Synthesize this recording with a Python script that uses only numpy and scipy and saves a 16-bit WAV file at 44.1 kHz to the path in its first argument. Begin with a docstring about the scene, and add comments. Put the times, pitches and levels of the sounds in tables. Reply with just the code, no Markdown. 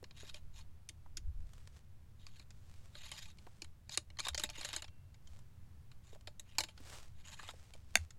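"""A steel ramrod taps and chatters in the barrel and at the muzzle of a muzzleloading rifle: noise bursts ring
barrel resonances and fading rod notes. It scrapes down and out again as filtered random slips, then slides back
into the stock and seats with one sharp clack. A man is loading in open desert, heard close and nearly dry:
dull knocks and the low body of harder rod blows are short noise bursts, his sleeve rustles as sparse grains,
a few low thuds swell, and low wind, made of coloured noise, rumbles on the microphone."""
import sys
import numpy as np
from scipy import signal
from scipy.fft import rfft, irfft, next_fast_len
from scipy.io import wavfile
from scipy.ndimage import uniform_filter1d

SR = 44100
rng = np.random.default_rng(int(sys.argv[2]) if len(sys.argv) > 2 else 0)


def generate_wav(signal):
    """Clip the signal to [-1, 1] and save it as 16-bit WAV at the path in sys.argv[1]."""
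    frames = np.transpose(np.atleast_2d(signal))
    scaled = np.clip(frames, -1, 1) * 32767
    pcm = np.round(scaled).astype(np.int16)
    wavfile.write(sys.argv[1], SR, pcm)


N = 360738
TIME = np.arange(N) / SR
# working length of one hit (samples) and time since its start (s)
HIT_SIZE = 16384
AGE = np.arange(HIT_SIZE) / SR


def undb(db):
    """Decibels to gain."""
    return 10 ** (np.asarray(db) / 20)


def unit(x):
    """Scale to rms 1."""
    return x / np.sqrt(np.mean(x ** 2))


def blow(x, db):
    """Scale a hit so that its energy, spread over 10 ms, has this level."""
    return x * undb(db) / np.sqrt(np.sum(x ** 2) / (SR / 100))


def fade(t60):
    """Exponential decay that falls 60 dB in t60 seconds."""
    return np.exp(-np.log(1000) * AGE / max(t60, 1e-4))


def add(out, s, x):
    """Mix x in at time s."""
    i = int(s * SR)
    out[i:i + len(x)] += x[:N - i]


def colour(points, size):
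    """Causal (minimum-phase) frequency response through (Hz, dB) points."""
    hz, db = np.transpose(points)
    freqs = np.fft.rfftfreq(size, 1 / SR) + 1
    gain = undb(np.interp(np.log(freqs), np.log(hz), db))
    # folding the cepstrum onto positive time makes the response causal
    cepstrum = irfft(np.log(gain), size)
    cepstrum[1:size // 2] *= 2
    cepstrum[size // 2 + 1:] = 0
    return np.exp(rfft(cepstrum))


def body(modes, direct_db):
    """Response of (Hz, width Hz, dB) resonances beside a direct path; neighbours swing in opposite sense."""
    f = np.fft.rfftfreq(HIT_SIZE, 1 / SR) + 1e-3
    response = undb(direct_db)
    for k, (hz, width, db) in enumerate(modes):
        resonance = 1j * (-1) ** k * undb(db) / (1 + 1j * (f * f - hz * hz) / (f * width))
        response = response + resonance * hz / np.hypot(f, hz / 2)
    return response


def through(x, response):
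    """Filter by the first half of a frequency response's impulse."""
    return signal.fftconvolve(x, irfft(response)[:HIT_SIZE // 2])[:len(x)]


def walk(rate):
    """Random levels held 1 / rate s and slewed twice; spread near 1."""
    k = max(int(SR / rate), 1)
    steps = np.repeat(rng.standard_normal(N // k + 1), k)
    return 1.3 * uniform_filter1d(uniform_filter1d(steps, k), k)[:N]


def grains(rate, spread_db):
    """Tiny slips at random moments, mostly weak, a few strong."""
    size = undb(spread_db * np.minimum(rng.exponential(size=N), 4))
    slips = rng.random(N) < rate / SR
    return unit(slips * size * rng.choice([-1, 1], N))


def envelope(start, end, rise_db_per_s, fall_db_per_s):
    """Attack, hold from start to end, release; as a gain."""
    before, after = np.maximum(start - TIME, 0), np.maximum(TIME - end, 0)
    return undb(-rise_db_per_s * before - fall_db_per_s * after)


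# ring of the loosely held rod: [f/Hz, relative level/dB, t60/s]
ROD_NOTES = [(875, -3, .14), (3835, -5, .08), (4145, -6, .1), (4393, -3, .12), (5050, -1, .093),
             (5685, -15, .1), (6788, -5, .13), (7477, -5, .12), (8210, -14, .09), (9049, -9, .09),
             (9640, -10, .1), (10370, -14, .09), (11260, -6, .065), (12190, -16, .06), (13040, -19, .07),
             (14670, -21, .06)]


def rod_modes():
    """The fading notes of the rod, one row each."""
    return np.array([undb(db) * fade(t60) * np.sin(2 * np.pi * hz * AGE) for hz, db, t60 in ROD_NOTES])


# light chatter between the blows while the rod works in the barrel: from t/s, to t/s
CHATTER_SPAN = (4.1, 4.89)
CHATTER_DB, CHATTER_SPREAD_DB, CHATTER_TREBLE_DB = -62.5, 1, -13


def chatter(count=14):
    """Light, dull taps at uneven intervals, as rows like those of ROD_TAPS."""
    chance = rng.standard_normal((count, 2))
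    jitter = chance[:, 0] * np.ptp(CHATTER_SPAN) / count / 4
    times = np.linspace(*CHATTER_SPAN, count) + jitter
    levels = CHATTER_DB + CHATTER_SPREAD_DB * chance[:, 1]
    return [(s, db, CHATTER_TREBLE_DB) for s, db in zip(times, levels)]


# a harder blow has less middle and nearly the same bass; both are given for a blow of medium level
MEDIUM_DB, BASS_DB, BASS_PER_DB, MIDDLE_DB, MIDDLE_PER_DB = -54, -8.5, 0.0054, -4, -0.1267
# a bright, glancing contact loses bass (dB per dB of treble)
GLANCE_PER_DB = -0.19
# while the tip is finding the muzzle (from t/s, to t/s): less bass, more of the bare crack
AT_MUZZLE = (.7, 1.3)
MUZZLE_BASS_DB, MUZZLE_CRACK_DB = -28, 9


def tap_tones(force, treble_db, at_muzzle):
    """Bass, middle, presence and treble of a tap (dB), from its force and place."""
    bass_db = BASS_DB + BASS_PER_DB * force + GLANCE_PER_DB * treble_db + MUZZLE_BASS_DB * at_muzzle
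    return bass_db, MIDDLE_DB + MIDDLE_PER_DB * force, 0, treble_db


# rod striking barrel and fittings: [t/s, level of 2.8-5.5 kHz over 10 ms/dB, treble against that/dB]
ROD_TAPS = [(0.0408, -57, -8), (0.1088, -61.5, -11), (0.3429, -52, -6), (0.8893, -56.5, 6.5),
            (0.893, -55.5, 0), (1.1706, -51, 6), (1.1776, -58, 2.5), (2.2664, -57, -4), (2.396, -60.5, -5),
            (2.5055, -65, 1.5), (2.952, -55.5, -18), (3.1159, -48.5, -3), (3.385, -64.5, -7.5),
            (3.6192, -48.5, -2.5), (3.6439, -60.5, -1), (3.8937, -53, -2), (3.966, -64, -17.5),
            (3.9743, -36.5, 2.5), (4.1873, -44.5, -13), (4.195, -45, -2), (4.202, -42.5, -1),
            (4.268, -44, -9), (4.2838, -40, -1.5), (4.3459, -43, -1), (4.3771, -40.5, 0),
            (4.396, -43.5, -0.5), (4.4362, -38.5, -0.5), (4.4904, -51.5, -16), (4.4988, -51.5, 0.5),
            (4.611, -48.5, -4), (4.6298, -54, -14), (4.6469, -44.5, -2), (4.6516, -48.5, 2),
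            (4.6684, -65, -12), (4.688, -50.5, -2.5), (4.7078, -63, -22), (4.7298, -47.5, -2.5),
            (4.738, -46.5, -10), (4.763, -44, 4), (4.8211, -50, -1.5), (4.8432, -54.5, -11),
            (5.1433, -70, -1), (5.2727, -67.5, 2.5), (5.9149, -65.5, -8), (6.2725, -50.5, -8.5),
            (6.396, -58, 8), (6.5835, -32.5, -2.5), (6.6044, -38.5, -3), (6.6361, -45.5, -3),
            (6.6858, -58, -14), (6.777, -61.5, -9), (7.488, -50, -17), (7.7363, -60, -2.5),
            (8.1059, -63, 4)]
# how freely the hand lets the rod ring: [t/s, ring against contact level/dB]
HAND_FREEDOM = [(1.2, -20), (3.6, -15.5), (3.97, -35), (4.4, -10), (4.75, -16), (6.3, -12.5), (6.6, -8),
                (7.8, -10)]
# resonances of barrel and gripped rod: [f/Hz, width/Hz, relative level/dB]
BARREL_MODES = [(323, 47, -6), (599, 25, 4.5), (867, 570, -3), (1166, 110, 4), (1590, 750, -2.5),
                (2230, 190, 1.5), (2356, 176, 2), (2942, 170, 0.5), (3134, 120, 3), (3790, 210, 5),
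                (4185, 364, 1), (5370, 33, -20.5), (5940, 32, -34.5), (6850, 960, 4), (6712, 1000, 3.5),
                (7820, 360, -10), (9660, 110, -37.5), (12100, 68, -21.5)]
# colour of a contact: [f/Hz, relative level/dB]
CONTACT_COLOUR = [(100, -22), (300, -4.5), (1500, -7.5), (7000, 1), (10500, -1), (13000, -13.5),
                  (16000, -22)]
# t60 of the crack at 0 dB of freedom, and dB of t60 per dB of freedom: a tight grip kills it sooner
CRACK_T60_S, GRIP_DAMPING = 0.03672, 0.23
# a tight grip dulls a note of the rod's tip: centre, half width, gain per dB of grip
TIP_HZ, TIP_WIDTH_HZ, TIP_PER_DB = 10250, 300, -0.16
# air above 10 kHz: dB gained per dB of force, dB lost per dB of grip
SPARKLE_PER_DB, SHINE_PER_DB = 0.15, 1.0


def rod_taps(linger_db=-24, linger_t60=0.078, strike_spread_db=6.5, direct_db=-8, sing_db=-77):
    """Each contact cracks into the barrel's resonances; the rod rings as far as the hand lets it."""
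    out, freqs = np.zeros(N), np.fft.rfftfreq(HIT_SIZE, 1 / SR)
    contact_colour, rings = colour(CONTACT_COLOUR, HIT_SIZE), rod_modes()
    edges = [(230, 1300), (1300, 2800), (2800, 5500), (5500, 17000)]
    bands = [signal.butter(5, edge, "band", fs=SR, output="sos") for edge in edges]
    top = np.clip((freqs - 10000) / 3000, 0, 1)
    tip = 1 / (1 + ((freqs - TIP_HZ) / TIP_WIDTH_HZ) ** 2)
    for s, db, treble_db in list(ROD_TAPS) + chatter():
        free_db = np.interp(s, *np.transpose(HAND_FREEDOM))
        force = db - MEDIUM_DB
        at_muzzle = AT_MUZZLE[0] < s < AT_MUZZLE[1]
        # every point along the rod wakes the modes differently
        modes = [(hz, width, peak + strike_spread_db * rng.standard_normal())
                 for hz, width, peak in BARREL_MODES]
        barrel = body(modes, direct_db + MUZZLE_CRACK_DB * at_muzzle)
        note_gains = rng.choice([-1, 1], len(ROD_NOTES)) * undb(2 * rng.standard_normal(len(ROD_NOTES)))
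        ring = note_gains @ rings
        decay = fade(CRACK_T60_S * undb(GRIP_DAMPING * free_db)) + undb(linger_db) * fade(linger_t60)
        contact = rng.standard_normal(HIT_SIZE) * decay
        # a tight grip damps the tip and the highest notes; force adds to the latter
        grip_db = -12 - free_db
        tip_db = tip * TIP_PER_DB * max(grip_db, 0)
        top_db = top * (SPARKLE_PER_DB * force - SHINE_PER_DB * grip_db)
        crack = irfft(rfft(contact) * barrel * contact_colour * undb(tip_db + top_db))[:HIT_SIZE // 2]
        tones = tap_tones(force, treble_db, at_muzzle)
        tap = sum(blow(signal.sosfilt(band, crack), tone) for band, tone in zip(bands, tones))
        add(out, s, undb(db) * tap)
        add(out, s, blow(ring, db + free_db))
    # clear of the muzzle, the rod sings on faintly for HIT_SIZE samples
    add(out, 4.845, undb(sing_db) * fade(t60=1.3) * np.sin(2 * np.pi * 2719 * AGE))
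    return out


# pushes and pulls of the rod: [start t/s, length/s, level in mid-stroke/dB, note the rasp favours f/Hz]
ROD_STROKES = [(0.175, 0.038, -55.5, 3770), (0.252, 0.046, -54, 3450), (0.349, 0.027, -60, 3700),
               (0.556, 0.059, -61, 5980), (2.205, 0.22, -70, 3780), (2.961, 0.13, -57, 4000),
               (3.128, 0.068, -51, 5100), (3.218, 0.016, -56.5, 3800), (3.254, .055, -60, 3880),
               (3.918, 0.033, -47.5, 4370), (4.245, 0.014, -44.5, 5170), (4.392, 0.072, -55.5, 2500),
               (4.546, .25, -52, 3700), (6.051, 0.1, -69, 7400), (6.474, 0.24, -68.5, 3060),
               (7.168, 0.05, -69.5, 3620), (7.26, 0.08, -57.5, 7400), (7.382, 0.13, -56.5, 7800)]
# rise as the rod takes hold, growth over the stroke as it gathers speed, fall as it stops
GRAB_DB_PER_S, SWELL_DB, STOP_DB_PER_S = 700, 4.5, 1100


def stroke_gain():
    """Loudness of the sliding rod: every stroke takes hold, swells and stops."""
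    gain = 0
    for s, length, db, hz in ROD_STROKES:
        swell_db = SWELL_DB * np.clip((TIME - s) / length - .5, -.5, .5)
        gain = gain + envelope(s, s + length, GRAB_DB_PER_S, STOP_DB_PER_S) * undb(db + swell_db)
    return gain


# how hard the rod bears on the barrel: [t/s, gain of the rasp's bands centred below 3 kHz/dB]
ROD_BEARING = [(.2, 3.5), (3.15, 3.5), (3.93, -0.5), (4.6, 5), (7.3, 5.5)]
# colour of steel rubbing on steel: [f/Hz, relative level/dB]
FRICTION_COLOUR = [(150, -24), (400, -9), (1000, -6), (2000, -3), (4000, 1), (7500, 0), (11500, -6),
                   (13000, -19), (16000, -25)]
# lift and half width of the note that the rasp favours
FAVOUR_DB, FAVOUR_OCTAVES = 5, 0.14


def rod_slide(patchy_db=4.5, ring_db=-11):
    """Steel slips on fouled steel and rings the rod; moving contact favours one narrow band, then another."""
    slips = grains(rate=2200, spread_db=3.8) * undb(2.4 * walk(110))
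    rasp = unit(through(slips, body(BARREL_MODES, direct_db=-10) * colour(FRICTION_COLOUR, HIT_SIZE)))
    rasp = rasp + undb(ring_db) * unit(through(slips, rfft(rod_modes().sum(axis=0))))
    size = next_fast_len(N)
    spectrum = rfft(rasp, size)
    # bands widen with pitch: band k is centred on 10 k^2 Hz
    band = np.sqrt(np.fft.rfftfreq(size, 1 / SR) / 10)
    moments = np.arange(0, N / SR, 1 / 70)
    note_points = [(t, np.log2(hz)) for s, length, db, hz in ROD_STROKES for t in (s, s + length)]
    note = np.interp(moments, *np.transpose(note_points))
    bearing_db, patches = np.interp(moments, *np.transpose(ROD_BEARING)), 0
    for k in range(4, 40):
        centre = 10 * k * k
        patch_db = patchy_db * rng.standard_normal(len(moments))
        patch_db += FAVOUR_DB / (1 + ((np.log2(centre) - note) / FAVOUR_OCTAVES) ** 2)
        patch_db += bearing_db * (centre < 3000)
        patch = irfft(spectrum * np.clip(1 - np.abs(band - k), 0, 1), size)[:N]
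        patches = patches + patch * np.interp(TIME, moments, undb(patch_db))
    return unit(patches) * stroke_gain()


# the rod driven home, with its rebounds: [t/s, level over 10 ms/dB]
SEATING_HITS = [(7.9545, -31), (7.9552, -22.5), (7.968, -43.5), (7.9721, -42)]
# resonances of the stock's rod channel: [f/Hz, width/Hz, relative level/dB]
CHANNEL_MODES = [(699, 156, -4.5), (1580, 107, 1), (2050, 270, 2.5), (2760, 290, -3), (3550, 86, 1.5),
                 (4580, 280, -6.5), (6400, 230, 6.5), (7170, 83, -10.5), (8500, 240, -13.5),
                 (9900, 430, -14.5)]


def rod_seating(linger_db=-23):
    """The rod hits the end of its channel and rebounds with a dry clack."""
    out = np.zeros(N)
    clack_colour = colour([(100, -7), (250, 0.0), (11000, -9), (16000, -21.0)], HIT_SIZE)
    channel = body(CHANNEL_MODES, direct_db=-19) * clack_colour
    for s, db in SEATING_HITS:
        # one hard impact, roughened by the crunch of the surfaces
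        contact = rng.standard_normal(HIT_SIZE) * (fade(t60=.007) + undb(linger_db) * fade(t60=.055))
        contact[10] += undb(20)
        add(out, s, blow(irfft(rfft(contact) * channel)[:HIT_SIZE // 2], db))
    return out


# dull knocks, and the low body of the harder rod blows: [t/s, level over 10 ms/dB, f/Hz]
DULL_KNOCKS = [(0.028, -52.5, 400), (0.232, -55.5, 388), (0.902, -66, 330), (1.061, -62, 980),
               (1.177, -62.5, 316), (3.467, -55, 845), (4.267, -44.5, 990), (4.439, -49, 213),
               (4.581, -56, 324), (6.128, -57.5, 470), (6.157, -59, 670), (6.276, -56, 594),
               (6.585, -45, 840), (6.803, -57, 300), (7.395, -53, 1090), (7.43, -55.5, 1010),
               (7.49, -51.5, 1210), (7.537, -59, 476), (7.75, -60.5, 610), (7.957, -47.5, 213)]


def dull_knocks(width_share=0.27, t60=0.033):
    """Dull knocks and the low body of harder rod blows: short noise bursts, each through one broad resonance."""
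    out = np.zeros(N)
    knock_colour = colour([(100, -10.5), (250, 2), (1500, 4.0), (5000, 8.0)], HIT_SIZE)
    for s, db, hz in DULL_KNOCKS:
        resonance = body([(hz, hz * width_share, 0)], direct_db=-48)
        burst = rng.standard_normal(HIT_SIZE) * fade(t60)
        add(out, s, blow(irfft(rfft(burst) * resonance * knock_colour)[:HIT_SIZE // 2], db))
    return out


# arm movements that rustle the sleeve: [fastest moment t/s, length/s, level at that moment/dB]
ARM_REACHES = [(1.6, 0.42, -73), (1.77, 0.054, -67.5), (2.79, 0.56, -71.5), (3.5, 0.47, -73.5),
               (5.343, 0.19, -71.5), (6.927, 0.23, -54.5), (7.584, 0.57, -69), (7.983, 0.17, -65.5)]
# fall of the rustle half a length from the fastest moment, and the power of time that it follows
REACH_FALL_DB, REACH_SHAPE = 12, 1.62


def reach_gain():
    """Loudness of the cloth: the arm speeds up and slows down again."""
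    return sum(undb(db - REACH_FALL_DB * np.abs(2 * (TIME - s) / length) ** REACH_SHAPE)
               for s, length, db in ARM_REACHES)


# colour of the coarse cloth: [f/Hz, relative level/dB]
CLOTH_COLOUR = [(150, -5.5), (500, 7), (1200, 4.5), (2500, 3.5), (5000, 2), (8000, 0.5), (11000, -9),
                (16000, -16.5)]


def sleeve():
    """Coarse cloth: a fine rub, and threads that snap past each other in a sparse crackle."""
    rub = grains(rate=9000, spread_db=2.5) * undb(1.5 * walk(70))
    snaps = grains(rate=220, spread_db=4.5)
    return unit(through(rub + 0.79 * snaps, colour(CLOTH_COLOUR, HIT_SIZE))) * reach_gain()


# small creases snapping as the arm moves: [t/s, level over 10 ms/dB]
CLOTH_CREASES = [(1.405, -75.5), (1.534, -63.5), (1.58, -66.5), (1.674, -59), (5.39, -66.5), (6.149, -65.5),
                 (6.21, -68), (7.029, -70)]


def creases(t60=0.022):
    """Short, soft ticks: fading noise with the colour of the cloth."""
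    out, cloth = np.zeros(N), colour(CLOTH_COLOUR, HIT_SIZE)
    for s, db in CLOTH_CREASES:
        tick = rng.standard_normal(HIT_SIZE) * fade(t60)
        add(out, s, blow(through(tick, cloth), db))
    return out


def scrub(x, echo_db=-24):
    """Ground and bushes scatter a faint, short echo."""
    scatter = rng.standard_normal(HIT_SIZE) * fade(.12) * (1 - fade(.05))
    return x + undb(echo_db) * through(x, rfft(scatter / np.linalg.norm(scatter)))


# low thuds: [start t/s, peak level/dB, f/Hz, length/s]
LOW_THUDS = [(1.261, -36, 72.5, 0.064), (4.277, -44, 70.4, 0.1), (7.964, -40.5, 79, 0.1)]


def thuds():
    """A few slow, deep swings that swell and die."""
    out = np.zeros(N)
    for s, db, hz, length in LOW_THUDS:
        swell = signal.windows.hann(int(length * SR))
        add(out, s, undb(db) * swell * np.sin(2 * np.pi * hz * TIME[:len(swell)]))
    return out


# colours of the steady air and of a gust on the microphone: [f/Hz, relative level/dB]
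AIR_COLOUR = [(8, 11.5), (25, -8), (50, -6.5), (66, -3.5), (80, 2), (95, -4.5), (125, -6), (155, -14),
              (205, -17.5), (260, -25.5), (420, -31.5), (1000, -35), (4000, -43.5), (15000, -49.5)]
GUST_COLOUR = [(6, 8.5), (25, 4), (50, -2.5), (80, -8.5), (110, -21), (200, -37.5), (600, -69.5)]
# gusts on the microphone: [start t/s, length of the hold/s, level/dB]; all rise and die away alike
WIND_GUSTS = [(.4, 0.16, -52), (1.245, 0.14, -41.5), (4.294, 0.17, -51)]
GUST_RISE_DB_PER_S, GUST_FALL_DB_PER_S = 107.5, 56


def wind(air_db=-52.5):
    """A wavering low rumble with a faint hiss; now and then a gust buffets the microphone."""
    waver_db = .5 * walk(3)
    air = unit(through(rng.standard_normal(N), colour(AIR_COLOUR, HIT_SIZE))) * undb(air_db + waver_db)
    gust_gain = sum(undb(db) * envelope(s, s + length, GUST_RISE_DB_PER_S, GUST_FALL_DB_PER_S)
                    for s, length, db in WIND_GUSTS)
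    buffeting = unit(through(rng.standard_normal(N), colour(GUST_COLOUR, HIT_SIZE)))
    return air + buffeting * gust_gain


def scene():
    """The rifle and its loader in the open air; thuds and wind get no echo."""
    rod = rod_taps() + rod_slide() + rod_seating()
    handling = dull_knocks() + sleeve() + creases()
    return (scrub(rod + handling) + thuds() + wind())[None]


def record(dry):
    """The recorder cuts the top steeply above 16 kHz."""
    low_pass = signal.ellip(10, .2, 70, 16000, fs=SR, output="sos")
    return signal.sosfilt(low_pass, dry)


dry = scene()
out = record(dry)
generate_wav(out)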